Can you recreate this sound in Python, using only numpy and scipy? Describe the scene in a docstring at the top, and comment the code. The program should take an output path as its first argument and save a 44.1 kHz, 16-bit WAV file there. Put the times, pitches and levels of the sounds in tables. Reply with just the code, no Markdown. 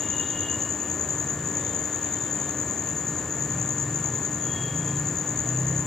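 """A cricket close to the microphone chirps ten times a second at dusk by a village road: decaying wing rings.
Behind it three distant horns sound (beating, fluttering partials); one small engine idles briefly and
another speeds up as it nears (multiples of the firing rate). A mains transformer buzzes in steady harmonics
with faint whines and a tick. Far crickets, insect fizz and traffic are shaped noise from all around.
Two close microphone ports hear the treble differently."""
import sys
import numpy as np
from scipy import signal
from scipy.fft import rfft, irfft, next_fast_len
from scipy.io import wavfile
from scipy.ndimage import uniform_filter1d

SR = 44100
rng = np.random.default_rng(int(sys.argv[2]) if len(sys.argv) > 2 else 0)


def materialize(psi):
    """Save the field psi as 16-bit PCM at rate SR to the path in sys.argv[1].

    A 1-D psi becomes a single channel; in a 2-D psi each row is a channel.
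    """
    bounded = np.clip(np.atleast_2d(psi).T, -1, 1)
    quanta = np.round(bounded * 32767).astype(np.int16)
    wavfile.write(sys.argv[1], SR, quanta)


N = 258424

# Near cricket's chirps, in five runs between short pauses. Each row: strongest stroke in seconds, level in dB.
CHIRPS = [(0.0078, -20.5), (0.1028, -20), (0.1984, -18.5), (0.303, -20.5), (0.4062, -20.5), (0.5145, -19.6),
          (0.6217, -20.3), (0.7214, -21), (0.818, -21.5), (0.9147, -20.5), (1.011, -20), (1.1056, -19),
          (1.1994, -20), (1.3029, -20), (1.4733, -22), (1.569, -19.8), (1.6653, -21.5), (1.7633, -20.5),
          (1.8552, -22.5), (1.9466, -21.5), (2.0442, -20.2), (2.1405, -19.9), (2.237, -22), (2.3283, -21.1),
          (2.4164, -22.0), (2.5079, -22), (2.6011, -21.4), (2.698, -22), (2.7945, -20.5), (2.8879, -21),
          (2.983, -22), (3.0837, -21.5), (3.1826, -22.5), (3.3239, -22.4), (3.423, -20.7), (3.5197, -21),
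          (3.6143, -20.7), (3.7062, -20.5), (3.7985, -20.8), (3.9589, -21), (4.0578, -19.5), (4.154, -21.5),
          (4.2495, -20.5), (4.345, -22), (4.4399, -21), (4.5343, -22), (4.6368, -26), (4.775, -22.2),
          (4.8789, -22.5), (4.9855, -21), (5.0861, -21), (5.1859, -20.5), (5.2911, -20.5), (5.3906, -19.5),
          (5.4897, -21.5), (5.5888, -21.0), (5.6841, -21.0), (5.78, -19.5)]
# Wing strokes of one chirp, in groups about 15 ms apart.
# Each row: seconds from the strongest stroke, mean pitch in Hz, mean level in dB over the chirp level.
STROKES = [(-.0318, 7000, -8.5), (-.0298, 6900, -8.5), (-.0268, 6700, -8), (-.0163, 6770, -1.5),
           (-.0133, 6950, -2), (-.0098, 6700, -7), (-.0032, 6950, -6), (.0004, 6780, 1.8),
           (.0039, 6820, -1.5), (.0087, 7250, -10), (.0120, 7000, -7), (.0138, 6920, -3.5),
           (.0168, 6850, -7.5), (.0199, 6850, -7), (.0252, 6900, -8.5), (.0281, 6950, -3.5),
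           (.0305, 6900, -9), (.0364, 6850, -8), (.0446, 6820, -7.5)]
# Distant horns, one curve each. Each row: time in seconds, level of the leading partials in dB,
# level of the side partials in dB, pitch of the strongest partial in Hz.
HORN_CURVES = [
    [(0, -51, -56, 2830), (.06, -48, -58, 2830), (.1, -52, -59, 2845), (.14, -43, -54, 2868),
     (.175, -53, -53, 2855), (.205, -40, -53, 2842), (.24, -47, -53, 2860), (.3, -49, -52, 2855),
     (.345, -47, -56, 2850), (.372, -40, -59, 2857), (.405, -51, -56, 2838), (.44, -44, -51, 2852),
     (.48, -41, -53, 2858), (.51, -45, -59, 2854), (.54, -44, -62, 2850), (.56, -55, -63, 2850),
     (.62, -53, -63, 2855), (.7, -57, -70, 2870), (.78, -64, -76, 2868), (.82, -61, -80, 2865),
     (1.0, -65, -80, 2860), (1.12, -74, -80, 2860)],
    [(1.52, -76, -70, 3604), (1.56, -72, -63, 3604), (1.6, -66, -68, 3604), (1.64, -61, -65, 3604),
     (1.7, -60, -60, 3604), (1.78, -61, -63, 3604), (1.82, -71, -66, 3604), (1.88, -64, -71, 3602),
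     (1.95, -64, -62, 3600), (2.05, -63, -59, 3600), (2.12, -61, -66, 3602), (2.17, -59, -58, 3604),
     (2.22, -58.5, -67, 3604), (2.28, -58.5, -61, 3600), (2.31, -67, -61, 3598), (2.37, -71, -68, 3600),
     (2.42, -62, -61, 3604), (2.51, -61, -67, 3606), (2.55, -70, -74, 3606), (2.62, -78, -78, 3606)],
    [(4.38, -72, -74, 3290), (4.44, -61, -70, 3290), (4.48, -53, -66, 3278), (4.52, -50, -64, 3282),
     (4.545, -52, -62, 3288), (4.565, -42, -59, 3293), (4.6, -48, -61, 3290), (4.62, -50, -61, 3288),
     (4.645, -46, -62, 3284), (4.675, -48, -62, 3262), (4.71, -52, -66, 3268), (4.75, -53, -70, 3266),
     (4.77, -58, -72, 3266), (4.79, -53, -72, 3268), (4.83, -55, -74, 3270), (4.86, -63, -78, 3266),
     (4.89, -58, -78, 3262), (4.97, -62, -78, 3264), (5.0, -65, -78, 3264), (5.08, -74, -78, 3264)],
]
# Partials of each horn that rise out of the traffic; a weaker twin just under each beats with it.
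# Each row: frequency in Hz, flutter width in Hz, level in dB over the curve, group (1 leading, 2 side),
# beats per second, size of the twin (0-1).
HORN_PARTIALS = [
    [(2850, 60, 1, 1, 31, .35), (3255, 45, -1, 2, 30, .55), (3670, 90, -2.5, 2, 41, .4),
     (4060, 90, -15, 2, 25, .4)],
    [(3148, 60, -1, 2, 20, .4), (3604, 45, .5, 1, 17, .2), (4050, 80, -10, 1, 9, .6)],
    [(1830, 50, -10, 1, 16, .3), (2905, 90, -3, 2, 25, .6), (3293, 55, 1.5, 1, 28, .4),
     (3635, 90, -6, 2, 31, .6), (4350, 100, -4, 2, 22, .7)],
]
# Manner of each horn. Each row: flutter share of the leading partials (0-1), of the side partials (0-1),
# how far the side partials follow the pitch (0-1), moment of release in seconds.
HORN_MANNERS = [(.5, .6, 0, .55), (.35, .55, 1, 2.53), (.35, .8, 1, 4.72)]
# Two brief touches of the last horn's low partial, near 1840 Hz, as it swells.
# Each row: middle in seconds, peak level in dB.
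HORN_TOUCHES = [(4.49, -45), (4.553, -38.5)]
# Small engines, one curve each. Each row: time in seconds, firings per second, level in dB over the exhaust.
ENGINE_CURVES = [
    [(.8, 25, -57), (1.1, 28, -40), (1.4, 28.6, -36.5), (1.7, 28, -41.5), (2.2, 27.8, -65)],
    [(2.1, 19, -52), (2.35, 20.5, -43), (2.9, 20.5, -45), (3.1, 23.4, -33.5), (3.3, 20, -42),
     (3.55, 20.8, -33), (4.2, 25.3, -34), (4.45, 24.7, -37.5), (4.6, 26, -28.5), (4.95, 28.2, -29.5),
     (5.27, 28.4, -34), (5.62, 32.8, -24), (5.86, 33.2, -27.5)],
]
# Exhaust and standing waves of the street. Each row: frequency in Hz, level in dB.
EXHAUST = [(52, -29), (62, -13), (85, -19), (98, -20), (110, -6), (126, 0), (134, -2), (145, 3.5),
           (156, -11.5), (166, 0), (178, -11), (190, -20), (260, -18)]
# Transformer buzz. Each entry: multiple of twice the mains frequency, level in dB rms.
BUZZ = {3: -43., 6: -58., 7: -68., 9: -63., 10: -64., 11: -55., 12: -55.5, 14: -56., 15: -58., 16: -62., 17:
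        -51., 18: -49.6, 19: -69., 20: -70., 21: -68., 22: -70., 23: -70.}
# Faint wavering tones. Each row: frequency in Hz, width in Hz, level in dB rms.
WHINES = [(86.4, 6, -50), (224, 8.4, -58.5), (357, 10, -52.5), (929, 13, -60), (1037, 21, -53)]
# A faint high tick. Each row: start in seconds, level at onset in dB.
TICKS = [(2.3441, -42)]
# Spectrum of the far crickets. Each row: frequency in Hz, relative density in dB.
CHORUS_COLOUR = [(5000, -60), (5500, -30.5), (5900, -25.5), (6300, -12), (6600, -9.5), (7000, 5),
                 (7350, -2), (7650, -18), (7900, -19), (8700, -43.5), (9500, -67)]
# Spectrum of the high insect fizz. Each row: frequency in Hz, relative density in dB.
FIZZ_COLOUR = [(7000, -27), (8800, -14), (9500, -15), (10400, -6), (11800, -4), (12800, 4), (14000, 3),
               (15000, 1), (16000, -3.5)]
# Spectrum of the far traffic wash. Each row: frequency in Hz, relative density in dB.
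STREET_COLOUR = [(30, -45), (50, -37), (65, -20), (90, 2), (130, -1.5), (208, -2.5), (412, -6), (855, -14),
                 (1290, -16.5), (1770, -18.5), (2300, -21.5), (4940, -32), (5800, -37.5), (7500, -51)]
# The two microphone ports. Each row: frequency in Hz, left over right in dB,
# radians by which the left leads, likeness of diffuse sound at the two (0-1).
PORTS = [(60, .3, 0, .997), (140, .5, 0, .992), (300, .1, 0, .999), (700, 0, 0, .997), (1500, 0, 0, .9995),
         (2500, .1, 0, .999), (3250, .4, .03, .992), (3600, 1.6, .25, .88), (4500, 2.1, .45, .9),
         (5750, 3.2, .52, .9), (6250, 6.1, .72, .97), (6750, 7.8, .78, .99), (7300, 9.4, .81, .99),
         (7750, 10.6, .74, .93), (8250, 3., .2, .8), (8750, .3, .04, .85), (9800, -4, .22, .58),
         (11200, -3.8, .5, .6), (12500, -3.9, .92, .85), (14000, -1.7, .98, .89), (15500, 1.2, 1.05, .8)]


def cricket(uneven_db=0.5):
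    """Each stroke rings the wing for a few ms, quick to start, slower to die, sagging in pitch; all differ."""
    out, t = np.zeros(N), np.arange(-250, 250) / SR
    rise_s, die_s, slip_s = .0007, .0011, .0003
    sag_hz, spread_hz = 160, 70  # the sag spans rise_s + die_s; the spread is by chance
    shape = np.exp(-.5 * (t / np.where(t < 0, rise_s, die_s)) ** 2)
    chance = rng.standard_normal((len(CHIRPS), len(STROKES), 4))
    for (chirp_s, chirp_db), draws in zip(CHIRPS, chance):
        for (offset_s, hz, stroke_db), (size, slip, pitch, phase) in zip(STROKES, draws):
            mean_hz = hz + spread_hz * pitch - sag_hz / 2 * t / (rise_s + die_s)
            turns = mean_hz * t + 10 * phase
            level = amp(chirp_db + stroke_db + uneven_db * size)
            ring = level * shape * np.sin(2 * np.pi * turns)
            add(out, chirp_s + offset_s + slip_s * slip + t[0], ring)
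    return out


def yard(x, t60=0.14):
    """Walls and trees return a tail of echoes that builds up over 20 ms, nearly alike at both ports."""
    t = np.arange(SR // 2) / SR
    sizes = rng.standard_normal((2, SR // 2))
    taps = sizes * (rng.random((2, SR // 2)) < 4000 / SR)  # about 4000 echoes a second
    taps[1] = .98 * taps[0] + .15 * taps[1]
    taps *= amp(-60 * t / t60) * np.minimum(t / .02, 1)
    taps /= np.linalg.norm(taps[0])
    return signal.fftconvolve(x[None], taps, axes=1)[:, :N]


def horn(rows, manner, partials, apart=0.11):
    """Each partial is a tone with its twin and a fluttering halo, a little unlike at the two ports."""
    s, leading_db, side_db, pitch_hz = np.transpose(rows)
    leading_blur, side_blur, follow, let_go_s = manner
    # once a horn is let go, mostly its echoes are heard
    echo_blur, release_s = .85, .04
    t = np.arange(s[0], s[-1], 1 / SR)
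    pitch = np.interp(t, s, pitch_hz)
    out = np.zeros((2, len(t)))
    nearest_hz = min(np.transpose(partials)[0], key=lambda hz: abs(hz - pitch.mean()))
    for hz, width_hz, partial_db, group, beat_hz, twin in partials:
        leads = group == 1
        bend = (pitch / nearest_hz) ** (1 if leads else follow)
        held_blur = leading_blur if leads else side_blur
        blur = np.interp(t, [let_go_s, let_go_s + release_s], [held_blur, echo_blur])
        common = np.sqrt(1 - blur ** 2) + blur * halo(width_hz, len(t))
        paths = common + apart * np.outer([1, -1], halo(width_hz, len(t)))
        twin_turns = beat_hz * t + rng.random()
        beats = (1 + twin * np.exp(-2j * np.pi * twin_turns)) / np.sqrt(1 + twin ** 2)
        level = amp(partial_db + np.interp(t, s, leading_db if leads else side_db))
        turns = hz * np.cumsum(bend) / SR + rng.random()
        out += level * 2 * (paths * beats * np.exp(2j * np.pi * turns)).real
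    return s[0], out * signal.windows.tukey(len(t), .01)


def horn_touch(s, db, hz=1840, length_s=0.038):
    """A brief touch of the last horn's low partial: one tone with a soft start and end."""
    t = np.arange(-length_s / 2, length_s / 2, 1 / SR)
    return s + t[0], amp(db) * np.hanning(len(t)) * np.sin(2 * np.pi * hz * t)


def engine(rows, blur=.28, width_hz=8, unsteady=.005):
    """Multiples of the firing rate pass the exhaust and the street; each wavers in its own time."""
    s, rate, db = np.transpose(rows)
    t = np.arange(s[0], s[-1], 1 / SR)
    firing_hz = np.interp(t, s, rate) * (1 + unsteady * drift(8.0, len(t)))
    turns = np.cumsum(firing_hz) / SR
    orders = np.zeros(len(t), complex)
    for k in range(2, 11):
        waver = 1 - blur + blur * halo(width_hz, len(t))
        tone = np.exp(2j * np.pi * (k * turns + rng.random()))
        orders += amp(read(EXHAUST, k * firing_hz)) * waver * tone
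    return s[0], orders.real * amp(np.interp(t, s, db))


def transformer(hum_hz=100.033, scatter=.17):
    """Steady multiples of twice the mains frequency, nearly in step, so the buzz pulses once a hum cycle."""
    t, out = np.arange(N) / SR, np.zeros(N)
    for k, db in BUZZ.items():
        phase = 2 * np.pi * (k * hum_hz * t + scatter * rng.standard_normal())
        out += amp(db) * np.sqrt(2) * np.cos(phase)
    return out


def whine(hz, width_hz, db):
    """A narrow tone that fades and wavers by chance."""
    tone = np.exp(2j * np.pi * hz * np.arange(N) / SR)
    return amp(db) * np.sqrt(2) * (halo(width_hz, N) * tone).real


def tick(s, db, hz=10500, ring_s=.0008):
    """One short high ring that dies away exponentially."""
    t = np.arange(200) / SR
    return s, amp(db) * np.exp(-t / ring_s) * np.sin(2 * np.pi * hz * t)


def chorus(throb_hz=68, throb_db=1.0):
    """Far crickets blur into a band that throbs unevenly at the stroke-group rate."""
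    turns = np.cumsum(throb_hz * (1 + 0.103 * drift(13.2, N))) / SR
    band = diffuse(CHORUS_COLOUR, -35, patchy_db=.4, ripple_db=2.)
    return band * amp(throb_db * np.sin(2 * np.pi * turns))


def fizz(near, follow=0.16):
    """Insect fizz, noise high in the treble, swells a little with each near chirp."""
    power = uniform_filter1d(near ** 2, 500)
    swell = (power / power.mean() + 0.39) ** follow
    return diffuse(FIZZ_COLOUR, -60, patchy_db=1.0) * swell


def street():
    """Far traffic blurs into a low wash of noise from all around."""
    return diffuse(STREET_COLOUR, -36, patchy_db=0.88)


def diffuse(colour, db, patchy_db, ripple_db=0):
    """Noise from all around, alike at the ports by their likeness, with patches and a ripple from fixed walls."""
    frames, hz = N // 512 + 5, np.fft.rfftfreq(2048, 1 / SR)
    a, b, c, d, patches = rng.standard_normal((frames, 1025, 5)).T
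    patches = evened(uniform_filter1d(uniform_filter1d(patches, 16, 0), 8, 1))
    ripple = rng.standard_normal((len(hz), 1))
    same = np.clip(read(PORTS, hz, column=3), 0, 1)[:, None]
    left, other = a + 1j * b, c + 1j * d
    z = np.array([left, same * left + np.sqrt(1 - same ** 2) * other])
    z *= amp(read(colour, hz)[:, None] + patchy_db * patches + ripple_db * ripple)
    noise = signal.istft(z, nperseg=2048, noverlap=1536)[1][:, :N]
    return amp(db) * evened(noise)


def halo(width_hz, size):
    """The wandering size and phase of a tone that arrives by many paths."""
    return (drift(width_hz, size) + 1j * drift(width_hz, size)) / np.sqrt(2)


def drift(rate_hz, size):
    """Slow chance of rms 1: noise averaged twice over half a period of the rate."""
    noise = rng.standard_normal(size)
    smooth = max(int(SR / rate_hz / 2), 1)
    return evened(uniform_filter1d(uniform_filter1d(noise, smooth), smooth))


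def amp(db):
    """Amplitude factor for a level in dB."""
    return 10 ** (np.asarray(db) / 20)


def evened(x):
    """Scales a signal to rms 1."""
    return x / np.sqrt(np.mean(x ** 2) + 1e-20)


def read(points, hz, column=1):
    """Reads a table column on a log-frequency axis."""
    columns = np.transpose(points)
    return np.interp(np.log(hz + 1), np.log(columns[0] + 1), columns[column])


def add(mix, s, sound):
    """Lays a sound in at time s, cut at both ends."""
    at = round(s * SR)
    sound = sound[max(-at, 0):]
    part = mix[max(at, 0):][:len(sound)]
    part += sound[:len(part)]


def scene():
    """All sources, near to far, as they reach the microphone."""
    near = cricket()
    tail = amp(-8.) * yard(near)
    horns = np.zeros((2, N))
    for rows, manner, partials in zip(HORN_CURVES, HORN_MANNERS, HORN_PARTIALS):
        s, sound = horn(rows, manner, partials)
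        add(horns[0], s, sound[0])
        add(horns[1], s, sound[1])
    touches = np.zeros(N)
    for row in HORN_TOUCHES:
        add(touches, *horn_touch(*row))
    engines = np.zeros(N)
    for rows in ENGINE_CURVES:
        add(engines, *engine(rows))
    lag = round(0.00011 * SR)  # the engines are off to one side and reach the left port first
    engines = np.array([engines, np.roll(engines, lag)])
    small_tones = transformer() + sum(whine(*row) for row in WHINES)
    for row in TICKS:
        add(small_tones, *tick(*row))
    background = chorus() + fizz(near + tail[0]) + street()
    return near + tail + horns + touches + engines + small_tones + background


def record(dry):
    """The ports share the treble unevenly in level and phase; a bass cut, then the band limit."""
    size = next_fast_len(N + 4096)
    hz = np.fft.rfftfreq(size, 1 / SR)
    # half of each difference goes to either port
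    left = amp(read(PORTS, hz) / 2) * np.exp(.5j * read(PORTS, hz, column=2))
    ports = np.array([left, 1 / left])
    ports /= abs(ports.mean(0))  # keeps the level of the two ports' mean
    wet = irfft(rfft(dry, size) * ports, size)[:, :N]
    wet = signal.sosfilt(signal.butter(4, 48, "high", fs=SR, output="sos"), wet)
    band_limit = signal.firwin(1023, 15730, window=("kaiser", 10), fs=SR)  # low-pass, edge in Hz
    return signal.oaconvolve(wet, band_limit[None], "same")


dry = scene()
out = record(dry)
materialize(out)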